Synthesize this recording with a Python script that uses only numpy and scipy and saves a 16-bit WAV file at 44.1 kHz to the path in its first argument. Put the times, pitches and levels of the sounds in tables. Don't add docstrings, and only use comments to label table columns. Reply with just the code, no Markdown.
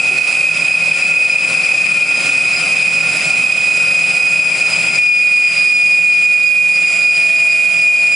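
import sys
import numpy as np
from scipy import signal
from scipy.io import wavfile
from scipy.ndimage import uniform_filter1d

SR = 44100
rng = np.random.default_rng(int(sys.argv[2]) if len(sys.argv) > 2 else 0)


def bounce(signal):
    frames = np.transpose(np.atleast_2d(signal))
    limited = np.clip(frames, -1, 1)
    pcm = np.round(limited * 32767).astype(np.int16)
    wavfile.write(sys.argv[1], SR, pcm)


def boost_factor(decibels):
    exponent = np.asarray(decibels, float) / 20
    return 10 ** exponent


N = 359415
TIME = np.arange(N) / SR
LOCK_S = 4.972

# (time [s], length [s], change [dB])
FALTER = [(0.14, 0.02, -2.5), (0.36, 0.27, -2.5), (0.56, 0.043, -10), (0.98, 0.03, -17), (1.1, 0.015, -8),
          (1.22, 0.055, 2), (1.4, 0.027, -6), (1.54, 0.17, -4.5), (1.58, 0.011, 6.5), (1.66, 0.038, -4),
          (1.9, 0.024, -1), (2.02, 0.05, -18), (2.24, 0.042, -9.5), (2.6, 0.075, -7), (3.16, 0.03, 0),
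          (3.2, 0.098, -10.5), (3.98, 0.2, 2.5), (4.12, 0.078, -2), (4.38, 0.19, 5.5), (4.56, 0.021, -39),
          (4.66, 0.019, 6.5), (4.78, 0.56, -4.5), (5.12, 0.065, 2.5), (5.54, 0.046, -11), (6.62, 0.062, 2),
          (6.94, 0.045, -2.5), (7.0, 0.3, -5.5), (7.08, 0.048, 5.5), (7.76, 0.21, -3), (7.88, 0.05, 5)]


def chatter():
    # (time [s], lower [Hz], upper [Hz], next [Hz])
    pitch = [(0, 2453.2, 2490.6, 2524.5), (2.2, 2453.2, 2487.8, 2524), (5.2, 2453.6, 2484.6, 2522),
             (6.8, 2450.8, 2484.6, 2522), (7.3, 2452, 2484.6, 2522), (7.6, 2450.4, 2484.6, 2522),
             (8.15, 2449.7, 2484.6, 2522)]
    # (time [s], length [s], rise [dB])
    flare_lower = [(0.44, 0.081, 9.9), (0.94, 0.053, 13), (1.34, 0.076, 8), (1.72, 0.36, 6),
                   (2.02, 0.041, 15.5), (2.4, 0.075, 2), (2.72, 0.024, 0), (3.34, 0.064, 8), (3.5, 0.02, 8),
                   (3.94, 0.034, 5), (4.2, 0.078, 9.5), (4.52, 0.036, 13.5), (4.62, 0.016, 18.5),
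                   (4.88, 0.04, 8)]
    # (time [s], length [s], rise [dB])
    flare_next = [(0.04, 0.19, 11.5), (0.5, 0.11, 13), (0.72, 0.12, 5.5), (1.12, 0.03, 2),
                  (1.16, 0.24, 9.5), (1.38, 0.068, 9.5), (1.66, 0.12, 6.5), (3.44, 0.014, 12),
                  (4.36, 0.013, 1.5)]
    # (time [s], length [s], change [dB])
    bite = [(0.12, 0.18, -8.5), (0.44, 0.045, -11), (0.84, 0.07, -8), (1.12, 0.053, -23),
            (1.5, 0.058, -6.4), (1.96, 0.17, -5.5), (2.16, 0.039, 5), (2.58, 0.052, 10), (2.66, 0.033, -15),
            (3.36, 0.071, -11), (3.64, 0.087, 4.5), (4.74, 0.059, 10), (4.94, 0.054, 5.5),
            (5.16, 0.039, 4.5), (5.72, 0.24, 3.7), (6.64, 0.058, -14), (7.16, 0.023, 6.8), (7.3, 0.1, -7),
            (7.5, 0.057, 7.5), (7.64, 0.17, -10)]
    # (time [s], level [dB])
    depth = [(0, -0.4), (1.2, 0), (2.2, -0.5), (2.9, -1), (3.6, -1), (4.2, 0.1), (4.9, -1), (5.7, -0.5),
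             (6.5, 0.6), (7.2, 0), (8.15, -1.1)]

    lower_hz, upper_hz, next_hz = curves(pitch)
    lower_hz = lower_hz + 1.9 * wander(8.44).real
    upper_hz = upper_hz + 1.76 * wander(8.5).real
    lock = locked()
    gone_db = -21 * lock
    unborn_db = -21 * (1 - lock)
    chips = 0.19 * wander(27) + 0.07 * wander(165, count=2)

    free_db = -22.5 + swells(flare_lower, after_lock=False)
    ruling_db = -2.5 + swells(FALTER, after_lock=True)
    lower_db = (1 - lock) * free_db + lock * ruling_db
    upper_db = -10.5 + swells(FALTER, after_lock=False) + gone_db
    next_db = -24 + swells(flare_next, after_lock=False) + 1.2 * gone_db - 4
    out = tone(lower_hz, lower_db, chips + 0.55 * (1 - lock) * wander(25))
    out += tone(upper_hz, upper_db, chips + 0.24 * wander(40.0))
    out += tone(next_hz, next_db, 1.61 * wander(16.7))

    sharp_db = -45 + 1.5 * TIME
    second_db = -29 + swells(bite, after_lock=False) + gone_db
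    third_db = sharp_db + gone_db
    out += tone(2 * upper_hz, second_db, 0.75 * wander(33))
    out += tone(3 * upper_hz, third_db, 1.86 * wander(32))
    out += tone(4 * upper_hz, third_db - 12, 2.7 * wander(30))
    out += tone(lower_hz + upper_hz, second_db - 8, 0.3 * wander(10.0))

    second_db = -26.5 + swells(bite, after_lock=True) + unborn_db
    third_db = sharp_db + unborn_db
    out += tone(2 * lower_hz, second_db, 0.96 * wander(15.7))
    out += tone(3 * lower_hz, third_db, 1.0 * wander(37))
    out += tone(4 * lower_hz, third_db - 5.5, 0.64 * wander(24))
    return out * boost_factor(curves(depth)[0])


def fixture():
    # (pitch [Hz], width [Hz], level [dB])
    tool = [(2531, 100, -22), (2364, 9.7, -44), (2320, 61, -32.5), (2184, 15, -37.5), (2680, 10, -41),
            (2405, 94, -20.5), (2180, 140, -27), (2730, 77, -30.5), (3210, 150, -44), (4927, 153, -32),
            (1986, 49, -39)]
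    ring_db = -23 - 1.55 * TIME
    clamping = tone(2610.8, ring_db, 0.45 * wander(24.0))
    clamping += tone(2582.5, ring_db - 8.5, 0.96 * wander(12))
    rough_db = 2.5 * np.exp(np.minimum(TIME - LOCK_S, 0) / 0.21) * (1 - locked())
    spill_db = -0.074 * (swells(FALTER, after_lock=False) + swells(FALTER, after_lock=True))
    return clamping + rings(tool) * boost_factor(-2.0 + rough_db + spill_db + 2 * locked())


def thumps_and_chips():
    # (time [s], length [s], pitch [Hz], spread [Hz], level [dB])
    bursts = [
        (.13, 0.028, 375, 14, -32.5),
        (0.576, 0.043, 159.5, 12, -45),
        (2.55, .06, 70, 19, -48),
        (3.17, .012, 10700, 200, -35),
        (3.767, .01, 10700, 250, -32),
        (4.958, 0.0055, 4750, 200, -26),
        (4.961, .006, 6600, 500, -29),
    ]
    out = 0
    for s, length, hz, spread, db in bursts:
        out = out + tone(hz, db, 0.87 * wander(spread)) * np.exp(-((TIME - s) / length) ** 2)
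    return out


def machine():
    # (multiple of the rotation [count], level [dB])
    spindle = [(4, -41), (6, -51.5), (7, -48), (8, -59.5), (9, -52.5), (10, -58.5), (12, -46), (13, -44.5),
               (14, -45), (15, -48), (17, -46.5), (18, -49.5), (19, -48.5), (22, -51), (33, -58),
               (34, -38.5)]
    # (time [s], level [dB])
    mesh = [(0, -57), (5.5, -41), (6.1, -37), (6.8, -40.5), (7.3, -33), (8.15, -34.5)]
    # (pitch [Hz], level [dB])
    drives = [(1222, -51.5), (4000, -54.5), (4081, -68), (4140, -50), (4685, -56), (4721, -50),
              (4746, -43.5), (6578, -85), (7197, -47.5), (8070, -78), (8210, -61), (8549, -48), (8818, -53),
              (8936, -56), (9280, -50.5)]
    turn_hz = 41.39
    hum = sum(tone(k * turn_hz, db, 0.55 * wander(2.4)) for k, db in spindle)
    hum = hum * boost_factor(1.83 - 3 * locked() - 0.094 * TIME)
    gears = tone(16 * turn_hz, curves(mesh)[0], 0.15 * wander(5))
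    return hum + gears + sum(tone(hz, db, 1.25 * wander(14.0)) for hz, db in drives)


def hall():
    # (pitch [Hz], level [dB per Hz])
    rumble = [(25, -43), (60, -34), (100, -34), (125, -3.5), (165, 6), (220, -5.5), (330, -4.5),
              (430, -3.5), (520, -1.5), (770, 0), (830, -7.5), (1150, -3.5), (1450, 1), (1600, -12.5)]
    # (pitch [Hz], width [Hz], level
    # [dB])
    boom = [(123, 4.4, -48.5), (200.6, 6, -48), (262, 6.8, -47), (757, 4, -53.5), (903, 7.6, -49.5),
            (1413, 7.9, -45), (1478, 28, -44.5), (1797, 6.8, -43), (1822, 3.2, -46)]
    out = wash(rumble, -27, patchy_db=1.2, flicker_db=0.4) + ports(rings(boom), 0, 0.15, 20)
    return out * boost_factor(0.56 - 2.5 * locked())


def spray():
    # (pitch [Hz], level [dB per Hz])
    hiss = [(1200, -9), (1900, -0.5), (3000, 3.5), (3700, -3), (4300, -1), (5500, 0), (5900, -7),
            (6800, -4.5), (7400, -1), (9300, -2), (10200, -8.5), (10900, -13.5), (11050, -55), (11250, -41)]
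    return wash(hiss, -24, patchy_db=1.4, flicker_db=1.0)


def gush():
    # (time [s], length [s], change [dB])
    surges = [(.12, 0.07, -1), (.32, .05, 2), (.75, .12, -1), (1.15, .1, -2.5), (1.36, 0.07, -1.5),
              (1.51, 0.038, 2), (2.05, 0.071, -2), (2.3, .08, 2.5), (3.2, 0.14, 1.5), (3.6, 0.14, 1),
              (4.12, .05, 1), (4.52, 0.022, -1.5), (4.72, .09, 2.5), (5.65, .07, 3), (5.95, 0.07, 1),
              (6.8, 0.056, 0.5), (7.05, 0.047, 0.5)]
    return boost_factor(swells(surges, after_lock=False) + swells(surges, after_lock=True))


def locked():
    return np.clip((TIME - LOCK_S) / 0.012, 0, 1)


def swells(rows, after_lock):
    t = np.arange(0, N + 64, 64) / SR
    db = sum(change * np.exp(-((t - s) / length) ** 2)
             for s, length, change in rows if (s > LOCK_S) == after_lock)
    return np.interp(TIME, t, db)


def tone(hz, db, rough):
    turn = np.exp(2j * np.pi * (np.cumsum(hz * np.ones(N)) / SR + rng.random()))
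    return np.sqrt(2) * boost_factor(db) * turn * (1 + rough)


def rings(modes):
    return sum(tone(hz, db, wander(1.51 * width, count=2) - 1) for hz, width, db in modes)


def wander(hz, count=1):
    r = np.exp(-2 * np.pi * hz / SR)
    z = rng.standard_normal(N + SR) + 1j * rng.standard_normal(N + SR)
    smooth = signal.sosfilt([[1, 0.0055, 0, 1, -2 * r, r * r]] * count, z)
    return evened(smooth[SR:])


def wash(colour, db, patchy_db, flicker_db):
    # (pitch [Hz], likeness [0 to 1])
    likeness = [(60, 0.86), (130, 1), (260, 1), (550, 0.96), (1150, 0.95), (2420, 0.88), (5060, 0.87),
                (10600, 0.7)]
    frames, hz = N // 256 + 5, np.fft.rfftfreq(1024, 1 / SR)
    a, b, c, d, patches = rng.standard_normal((frames, 513, 5)).T
    patches = uniform_filter1d(patches, size=14, axis=0)
    patches = evened(uniform_filter1d(patches, size=8, axis=1))
    flicker = evened(uniform_filter1d(rng.standard_normal(frames), size=2))
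    same = np.clip(read(likeness, hz), -1, 1)[:, None]
    middle = a + 1j * b
    apart = np.sqrt((1 - same) / (1 + same)) * (c + 1j * d)
    z = np.array([middle + apart, middle - apart])
    z *= boost_factor(read(colour, hz)[:, None] + patchy_db * patches + flicker_db * flicker)
    sound = signal.istft(z, nperseg=1024, noverlap=768)[1][:, :N]
    return boost_factor(db) * evened(sound)


def ports(x, balance_db, spread, spread_hz):
    side = spread * wander(spread_hz)
    left = (x * (1 + side)).real * boost_factor(balance_db / 2)
    right = (x * (1 - side)).real * boost_factor(-balance_db / 2)
    return np.array([left, right])


def evened(x):
    return x / np.sqrt(np.mean(np.abs(x) ** 2) + 1e-20)


def curves(rows):
    s, *columns = np.transpose(rows)
    return [np.interp(TIME, s, c) for c in columns]


def read(points, hz):
    f, value = np.transpose(points)
    return np.interp(np.log(hz + 1), np.log(f + 1), value)


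def excess_db(x, window_s, from_db, recover_db_per_s):
    size = int(window_s * SR)
    power = uniform_filter1d((x ** 2).max(0), size=size, origin=(size - 1) // 2)
    power_db = 10 * np.log10(abs(power) + 1e-12)
    fall = TIME * recover_db_per_s
    held_db = np.maximum.accumulate(power_db + fall) - fall
    return np.maximum(held_db - from_db, 0)


def scene():
    # (time [s], balance [dB])
    balance = [(0.0, 5), (0.32, -5.5), (0.41, 0.0), (2.04, 1.5), (3.54, -4), (3.65, -3.0), (4.47, 1.5),
               (6.76, -1.5), (8.15, -2)]
    cut = ports(chatter(), curves(balance)[0], 0.16, 4.2)
    cut += ports(fixture() + thumps_and_chips(), 0, 0.52, 53)
    return cut + ports(machine(), 0, 0.094, 3.3) + (hall() + spray()) * gush()


def low_pass(x):
    return signal.sosfilt(signal.butter(12, 11200, fs=SR, output="sos"), x)


def record(dry):
    x = signal.sosfilt(signal.butter(2, 70, "high", fs=SR, output="sos"), dry)
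    slow_db = excess_db(x, window_s=0.042, from_db=-15.5, recover_db_per_s=45.5)
    x = x / boost_factor(0.47 * slow_db)
    fast_db = excess_db(x, window_s=0.0024, from_db=-10.0, recover_db_per_s=83.0)
    x = x / boost_factor(0.7 * signal.lfilter([0.014], [1, -0.986], fast_db))
    band_edge = signal.firwin(701, 11110, window=("kaiser", 9), fs=SR)
    x = signal.oaconvolve(x, band_edge[None], "same")
    return low_pass(x)


dry = scene()
out = record(dry)
bounce(out)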